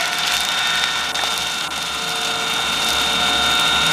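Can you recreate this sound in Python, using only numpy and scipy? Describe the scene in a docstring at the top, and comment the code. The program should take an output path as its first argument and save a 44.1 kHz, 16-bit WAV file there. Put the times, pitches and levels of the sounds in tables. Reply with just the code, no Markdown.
"""A small paper shredder pulls in a sheet, miked close: first over the lid, then from the front.
Its mains-fed motor hums, the pinion whines, the gears grind and the shaken plastic bin rumbles.
The cutters crackle and snap through the fibres; the sheet buckles with dull pops and knocks the lid.
Twice the treble drops out for an instant."""
import sys
import numpy as np
from scipy import signal
from scipy.fft import rfft, irfft, next_fast_len
from scipy.io import wavfile
from scipy.ndimage import uniform_filter1d, map_coordinates

SR = 44100
rng = np.random.default_rng(int(sys.argv[2]) if len(sys.argv) > 2 else 0)


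def digitize_waveform(pressure):
    """Quantize a signal to 16-bit integers and store it at the path in sys.argv[1].

    Rows of a 2-D input are taken as channels; values are limited to [-1, 1].
    """
    field = np.atleast_2d(pressure).T
    bounded = np.clip(field, -1, 1)
    quanta = np.round(bounded * 32767).astype(np.int16)
    wavfile.write(sys.argv[1], SR, quanta)


N = 172872

# microphone position (t/s, 0 over the lid to 1 in front)
MIC_POSITION = [(0, 0), (.6, 0), (1.05, 0.1), (1.3, 0.7), (2.1, 1), (3.92, 0.9)]
# swell of the motor's hum, squeal and whirr (t/s, gain/dB)
MOTOR_SWELL = [(0, 0), (.4, -2.5), (.75, 3), (1.1, -1.5), (1.7, -6), (2.1, -4.5), (2.6, -1), (3.1, -1),
               (3.45, 3), (3.92, 3)]
# crackle of the paper in the cutters (t/s, level/dB)
CRACKLE_LEVEL = [(0, -30.5), (.12, -33), (.35, -28.5), (.55, -32), (.8, -32.5), (1.05, -32), (1.36, -29),
                 (1.7, -34.5), (2.1, -31), (2.7, -32.5), (2.9, -28), (3.1, -31.5), (3.55, -30), (3.75, -32),
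                 (3.92, -29.5)]


def amp(db):
    """Decibels to gain."""
    return 10 ** (np.asarray(db) / 20)


def unit(x):
    """Scale to rms 1."""
    return x / np.sqrt(np.mean(x ** 2) + 1e-20)


def curve(rows):
    """Join (t/s, value) points, one value per sample."""
    return np.interp(np.arange(N) / SR, *np.transpose(rows))


def wobble(rate):
    """A smooth random curve, rate knots a second."""
    grid = np.arange(0, N + 32, 32)
    knots = rng.standard_normal(int(N * rate / SR) + 4)
    return np.interp(np.arange(N), grid, map_coordinates(knots, [grid * rate / SR]))


def filtered(x, response):
    """Filter x by a gain given as a function of frequency."""
    size = next_fast_len(len(x) + 8192)
    return irfft(rfft(x, size) * response(np.fft.rfftfreq(size, 1 / SR)), size)[:len(x)]


def coloured(x, points):
    """Equalise x through (f/Hz, gain/dB) points on a log axis."""
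    f, db = np.transpose(points)
    return filtered(x, lambda hz: amp(np.interp(np.log(hz + 1), np.log(f), db)))


def noise(points):
    """Coloured noise of rms 1."""
    return unit(coloured(rng.standard_normal(N), points))


def resonance(centre_hz, half_width_hz):
    """A noise-driven resonance of rms 1."""
    white = rng.standard_normal(N)
    return unit(filtered(white, lambda hz: 1 / (1 + ((hz - centre_hz) / half_width_hz) ** 2)))


def tone(cycles, waver_db, drift_rad):
    """A sine of rms about 1, unsteady in level and phase."""
    level = np.sqrt(2) * amp(waver_db * wobble(14))
    return level * np.sin(2 * np.pi * (cycles + rng.random()) + drift_rad * wobble(12))


def burst(envelope, centre_hz, octaves, click=0):
    """A short crack of peak 1: a band of shaped noise, with or without a leading click."""
    impact = click + envelope * rng.standard_normal(len(envelope))
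    crack = filtered(impact, lambda hz: np.exp(-.5 * (np.log2((hz + 1) / centre_hz) / octaves) ** 2))
    return crack / np.abs(crack).max()


def motor(turns, front):
    """Shaft and gears hum; from the front a thin, high squeal joins them."""
    # shaft and gear tones (multiple of the motor speed, level over the lid/dB, level in front/dB)
    gear_tones = [(1, -48.5, -39.3), (1.264, -48.6, -42), (1.587, -38.8, -35.3), (2, -40.5, -39.5),
                  (2.174, -44, -49), (2.264, -44.9, -44), (2.47, -45.5, -42.8), (2.736, -45.9, -37.5),
                  (4, -34.7, -42.4), (4.736, -48.5, -40.5), (5, -39, -38.5), (5.736, -41, -42.8),
                  (6, -43.7, -35.8), (6.44, -47.5, -40.5), (7, -42.9, -40.1), (9, -51.9, -41.0),
                  (12, -43.6, -50.2), (13, -46.1, -46.7), (15, -50.3, -43.7)]
    # the motor's high ring (f/Hz, half-width/Hz, level/dB)
    squeal_band = (6818, 31, -50.5)
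    cutter_turn_s, load_peak_s = 1.003, 1.2  # the load peaks once per turn of the cutters
    load_db = 3.5 * np.cos(2 * np.pi * (np.arange(N) / SR - load_peak_s) / cutter_turn_s)
    hum = 0
    for multiple, lid_db, front_db in gear_tones:
        db = lid_db + front * (front_db - lid_db) + 1.56 * wobble(2.53)
        db += (multiple < 2) * load_db  # only the lowest tones swell with the load
        hum += amp(db) * tone(multiple * turns, waver_db=1.0, drift_rad=0.071)
    squeal_hz, half_width_hz, squeal_db = squeal_band
    squeal = amp(squeal_db) * front * resonance(squeal_hz, half_width_hz)
    return amp(curve(MOTOR_SWELL)) * (hum + squeal)


def pinion(turns, mains, teeth=8):
    """The pinion whines at its tooth rate, pulsing with the mains."""
    # the whine (t/s, level/dB)
    whine_level = [(0, -37), (.15, -33.5), (.35, -27.5), (.8, -25), (1.08, -30.5), (1.2, -26.5),
                   (1.5, -30.5), (1.78, -32.5), (2.02, -31), (2.22, -27.5), (2.38, -29), (2.8, -25),
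                   (3.2, -23), (3.55, -21.5), (3.92, -23)]
    # its partials (offset from the tooth rate in multiples of the mains pulse rate, gain/dB)
    sidebands = [(-1, -16), (0, 0), (1, -7)]
    mesh = teeth * turns + 0.025 * wobble(40)
    whine = sum(amp(db) * np.sin(2 * np.pi * (mesh + k * mains) + k * k * np.pi / 2)
                for k, db in sidebands)
    return np.sqrt(2) * amp(curve(whine_level) + 0.36 * wobble(13)) * whine


def whirr(turns, front, flutter_hz=40):
    """The third shaft tone and its sidebands run in step and flutter in quick falling sweeps."""
    # (offset in multiples of the flutter rate, level over the lid/dB, level in front/dB)
    sidebands = [(0, -34, -30.5), (1, -40.5, -33), (2, -41.5, -37), (3, -33.5, -35)]
    flutter = flutter_hz * np.arange(N) / SR + 0.036 * wobble(6)
    carrier = 3 * turns + 0.04 * wobble(12)
    partials = 0
    for k, lid_db, front_db in sidebands:
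        db = lid_db + front * (front_db - lid_db) + 1.3 * wobble(9.01)
        sweep_phase = np.pi * (k / 2) ** 2
        partials += amp(db) * np.sin(2 * np.pi * (carrier + k * flutter) + sweep_phase)
    return np.sqrt(2) * amp(curve(MOTOR_SWELL)) * partials


def gears(turns, mains, front):
    """The gears grind low down, under a rasp chopped by the shaft and the mains."""
    # rasp of gears and cutters, miked over the lid (f/Hz, level/dB)
    lid_spectrum = [(700, -30), (1500, -2), (2150, 1), (2350, 1), (2650, 0.5), (3500, 3), (4600, -7),
                    (6300, -9), (7600, -15.5), (10000, -21), (15000, -34)]
    # the rasp from the front (f/Hz, level/dB)
    front_spectrum = [(700, -29), (1500, -23), (1850, -11.5), (2150, -2), (2350, -4), (2520, -0.5),
                      (3300, 0.5), (4300, -7.5), (5400, -18), (6850, -9.5), (7600, -17), (8300, -12),
                      (8750, -17.5), (9100, -14.5), (11000, -21.5), (15000, -32)]
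    # course of the rasp (t/s, level/dB)
    rasp_level = [(0, -24), (.11, -28), (.25, -24.5), (.35, -23.5), (.4, -29.5), (.55, -24), (.85, -26.5),
                  (1.05, -26.5), (1.25, -28.5), (1.5, -30), (1.8, -30), (2.2, -29), (2.9, -25.5),
                  (3.4, -26), (3.92, -25.5)]
    # colour of the grinding (f/Hz, level/dB)
    grind_spectrum = [(200, -24), (470, -12.5), (610, -5.5), (750, -1), (950, -2.7), (1150, -5), (1420, 2),
                      (1650, -8.5), (2200, -16), (5000, -58)]
    # course of the grinding (t/s, level/dB)
    grind_level = [(0, -31.5), (.45, -29), (.85, -29.5), (1.08, -32.5), (1.23, -28.5), (1.45, -32),
                   (1.75, -33), (2.3, -30.5), (2.9, -28), (3.4, -29), (3.92, -27.5)]
    chop = (1 + .22 * np.cos(2 * np.pi * turns)) * (1 + .13 * np.cos(2 * np.pi * mains))
    scrape = np.sqrt(1 - front) * noise(lid_spectrum) + np.sqrt(front) * noise(front_spectrum)
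    rasp = unit(scrape * chop * amp(2.0 * wobble(90)))
    grind = unit(noise(grind_spectrum) * amp(1.16 * wobble(70)))
    return amp(curve(rasp_level)) * rasp + amp(curve(grind_level)) * grind


def cutting(fibres_per_s=2600, spread_db=3, clump_db=3):
    """Paper fibres break in clumps between the cutters."""
    # colour of the crackle (f/Hz, level/dB)
    paper_spectrum = [(600, -30), (2000, -3), (4000, 5.5), (6500, 1.5), (7500, -4.5), (8400, -4),
                      (10500, -9.5), (12000, -12.5), (15000, -17.5)]
    breaks = rng.random(N) < fibres_per_s / SR
    sizes = amp(spread_db * np.clip(rng.standard_normal(N), -2, 2)) * rng.choice([-1, 1], N)
    clumps = amp(clump_db * wobble(140))
    crackle = unit(coloured(breaks * sizes * clumps, paper_spectrum))
    return amp(curve(CRACKLE_LEVEL)) * crackle


def tears(per_s=110, decay_s=0.00014, centre_hz=5200):
    """Small tears tick at random moments, each with its own size and colour."""
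    out, t = np.zeros(N + SR), np.arange(SR // 100) / SR
    envelope = (1 - np.exp(-t / decay_s)) * np.exp(-t / decay_s)
    starts = np.flatnonzero(rng.random(N) < per_s / SR)
    scatter = np.clip(rng.standard_normal((len(starts), 2)), -2, 2)
    for start, (size, colour) in zip(starts, scatter):
        tick = burst(envelope, centre_hz * 2 ** (0.42 * colour), octaves=0.45)
        out[start:start + len(t)] += amp(10.5 + 3.5 * size) * tick
    return amp(curve(CRACKLE_LEVEL)) * out[:N]


def housing(x, ring_db=-10.5, decay_s=0.0057):
    """The plastic housing adds a short, dense ring to the sounds inside it."""
    t = np.arange(SR // 25) / SR
    ring = rng.standard_normal(len(t)) * np.exp(-t / decay_s) * (t > .001)
    return x + amp(ring_db) * signal.fftconvolve(x, ring / np.linalg.norm(ring))[:N]


def waste_bin(drone_hz=164.5):
    """The shaken plastic bin rumbles and sounds its low notes; one more note comes and goes."""
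    # low notes of the bin (f/Hz, level against the rumble/dB)
    bin_modes = [(70, -11.5), (125, -19), (146, -23), (190, -14.5), (222, -15)]
    # colour of the rumble (f/Hz, level/dB)
    rumble_spectrum = [(20, -16), (45, -13), (90, -11), (130, -6.5), (180, -1.5), (280, 2), (450, -8.5),
                       (800, -2.5), (2000, -72)]
    # course of the rumble (t/s, level/dB)
    rumble_level = [(0, -43), (.55, -41), (1.25, -41), (1.6, -41.5), (2.3, -38), (2.9, -34.5), (3.4, -33),
                    (3.92, -34)]
    # the note that comes and goes (t/s, level/dB)
    drone_level = [(0, -46), (.36, -51), (.52, -68), (.72, -44.5), (1.05, -53), (1.7, -48.5), (2.2, -46),
                   (3.55, -48), (3.75, -37), (3.92, -34)]
    t = np.arange(N) / SR
    notes = sum(amp(db) * tone(hz * t, waver_db=5.5, drift_rad=0.32) for hz, db in bin_modes)
    rumble = noise(rumble_spectrum) + notes
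    drone = tone(drone_hz * t, waver_db=3.0, drift_rad=0.22)
    return amp(curve(rumble_level)) * rumble + amp(curve(drone_level)) * drone


def feed_slot(fade_s=0.12):
    """The feed slot rings, heard only in the first instant, from right above it."""
    # resonances of the slot (f/Hz, half-width/Hz, level/dB)
    slot_modes = [(702, 35, -29.5), (2200, 110, -29.5)]
    ring = sum(amp(db) * resonance(hz, half_width) for hz, half_width, db in slot_modes)
    return ring * np.exp(-(np.arange(N) / SR / fade_s) ** 2)


def snaps(splinter_s=.00055, tail_s=.002, lid_hz=4300, front_hz=5300):
    """The paper snaps: one sharp break, a short splintering, a faint tail; brighter from the front."""
    # snaps in the cutters (t/s, level/dB)
    snap_events = [(0.0097, -9), (0.0485, -17), (0.0577, -9), (0.0796, -13), (0.1367, -13), (0.1862, -7),
                   (0.255, -18), (0.2702, -14), (.2763, -16), (.2802, -10), (0.3225, -11), (.3386, -7),
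                   (0.3422, -14), (0.3484, -11), (0.353, -14), (0.368, -4.5), (0.4058, -8), (.4353, -10),
                   (.451, -5.5), (.4552, -15), (.4885, -11), (.5187, -10.5), (0.5923, -10.5), (.6724, -8.5),
                   (0.7044, -10), (0.7565, -10), (.7963, -11), (1.3413, -11), (1.3778, -3), (1.4708, -10.5),
                   (1.7786, -12), (1.827, -9.5), (2.0937, -10), (2.2164, -11), (2.2486, -11), (2.5002, -14),
                   (2.5381, -9.5), (2.7245, -16), (2.752, -15), (2.8456, -10), (2.85, -19), (2.8878, -8),
                   (2.8949, -12), (2.905, -5), (2.9104, -14), (2.9313, -10), (2.9527, -13), (2.9845, -11),
                   (3.0164, -10.5), (3.0249, -18), (3.1315, -12), (3.2745, -12), (3.4644, -11),
                   (3.512, -15), (3.5176, -9), (3.553, -7.5), (3.5973, -8), (3.599, -12), (3.6102, -10),
                   (3.8666, -6.5)]
    out, lead = np.zeros(N + SR), 64  # samples of room ahead of each break
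    t = (np.arange(SR // 25) - lead) / SR
    age = np.abs(t)
    splinters = (t > 0) * (amp(-9) * np.exp(-age / splinter_s) + amp(-22) * np.exp(-age / tail_s))
    for s, db in snap_events:
        front = np.interp(s, *np.transpose(MIC_POSITION))
        hz = (lid_hz + front * (front_hz - lid_hz)) * 2 ** (.1 * rng.standard_normal())
        snap = burst(splinters, hz, octaves=1.08, click=t == 0)
        out[max(round(s * SR) - lead, 0):][:len(t)] += amp(db + 1) * snap
    return out[:N]


def pops():
    """The sheet buckles with duller pops."""
    # buckles (t/s, peak level/dB, centre f/Hz, decay/s, width/octaves)
    pop_events = [(.056, -9, 2900, .0012, 0.8), (0.131, -6.5, 2600, .001, 0.6),
                  (.233, -10, 3270, .012, 0.37), (.279, -4, 3120, 0.0008, 0.66),
                  (.3215, -7.5, 3600, .0015, 0.57), (0.488, -9, 3600, .001, 0.62),
                  (0.839, -4.5, 2920, 0.0017, 0.83), (1.192, -8.5, 1900, 0.0024, 0.48),
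                  (1.2365, -7.5, 1500, 0.003, 1.43), (1.611, -6, 3920, 0.00035, 0.51)]
    out, lead = np.zeros(N + SR), 64
    t = (np.arange(SR // 25) - lead) / SR
    for s, db, hz, decay_s, octaves in pop_events:
        envelope = (t >= 0) * np.exp(-np.abs(t) / decay_s)
        out[round(s * SR) - lead:][:len(t)] += amp(db) * burst(envelope, hz, octaves)
    return out[:N]


def lid_knocks(attack_s=0.00054):
    """The sheet knocks the lid, which rings briefly."""
    # knocks (t/s, level/dB)
    knock_events = [(.821, -18), (.8375, -16.5), (1.1925, -14.5), (1.236, -11.5), (1.777, -18)]
    # modes of the lid (f/Hz, gain/dB, t60/s)
    lid_modes = [(772, 2, 0.021), (1320, -3, 0.016)]
    out, t = np.zeros(N + SR), np.arange(SR // 20) / SR
    ring = sum(amp(db - 60 * t / t60) * np.sin(2 * np.pi * hz * t) for hz, db, t60 in lid_modes)
    ring *= 1 - np.exp(-t / attack_s)
    for s, db in knock_events:
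        out[round(s * SR):][:len(t)] += amp(db) * ring
    return out[:N]


def scene():
    """One motor drives the shredder; one close microphone moves from the lid to the front."""
    # speed of the motor (t/s, turns per second)
    motor_speed = [(0.0, 451.3), (0.14, 451.5), (0.35, 454.1), (0.55, 454.7), (0.95, 454.9), (1.12, 453.3),
                   (1.28, 452.9), (1.42, 455.3), (1.62, 455.1), (1.98, 454.5), (2.2, 452.7), (2.45, 454.0),
                   (2.72, 455.6), (3.0, 455.0), (3.3, 454.9), (3.65, 456.5), (3.84, 458.1), (3.92, 458.0)]
    turns = np.cumsum(curve(motor_speed)) / SR
    mains = 120 * np.arange(N) / SR  # 120 torque pulses a second
    front = curve(MIC_POSITION)
    drive = motor(turns, front) + pinion(turns, mains) + whirr(turns, front)
    inside = housing(gears(turns, mains, front) + cutting() + tears())
    return (drive + inside + waste_bin() + feed_slot() + snaps() + pops() + lid_knocks())[None]


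def record(dry):
    """The treble drops out twice; nothing passes above the band limit."""
    # treble dropouts (start t/s, end t/s)
    dropouts = [(1.1194, 1.1458), (1.6787, 1.7057)]
    # colour during a dropout (f/Hz, gain/dB)
    dropout_colour = [(1000, 1), (1650, -8), (2050, -13), (3700, -24.5), (6300, -17.5), (8000, -9),
                      (10000, -2)]
    t, top_hz = np.arange(N) / SR, 15200
    gate = sum(1. * ((t > start) & (t < end)) for start, end in dropouts)
    gap = uniform_filter1d(gate, size=24)  # soften the edges
    mono = (1 - gap) * dry[0] + gap * coloured(dry[0], dropout_colour)
    return filtered(mono, lambda hz: hz < top_hz)[None]


dry = scene()
out = record(dry)
digitize_waveform(out)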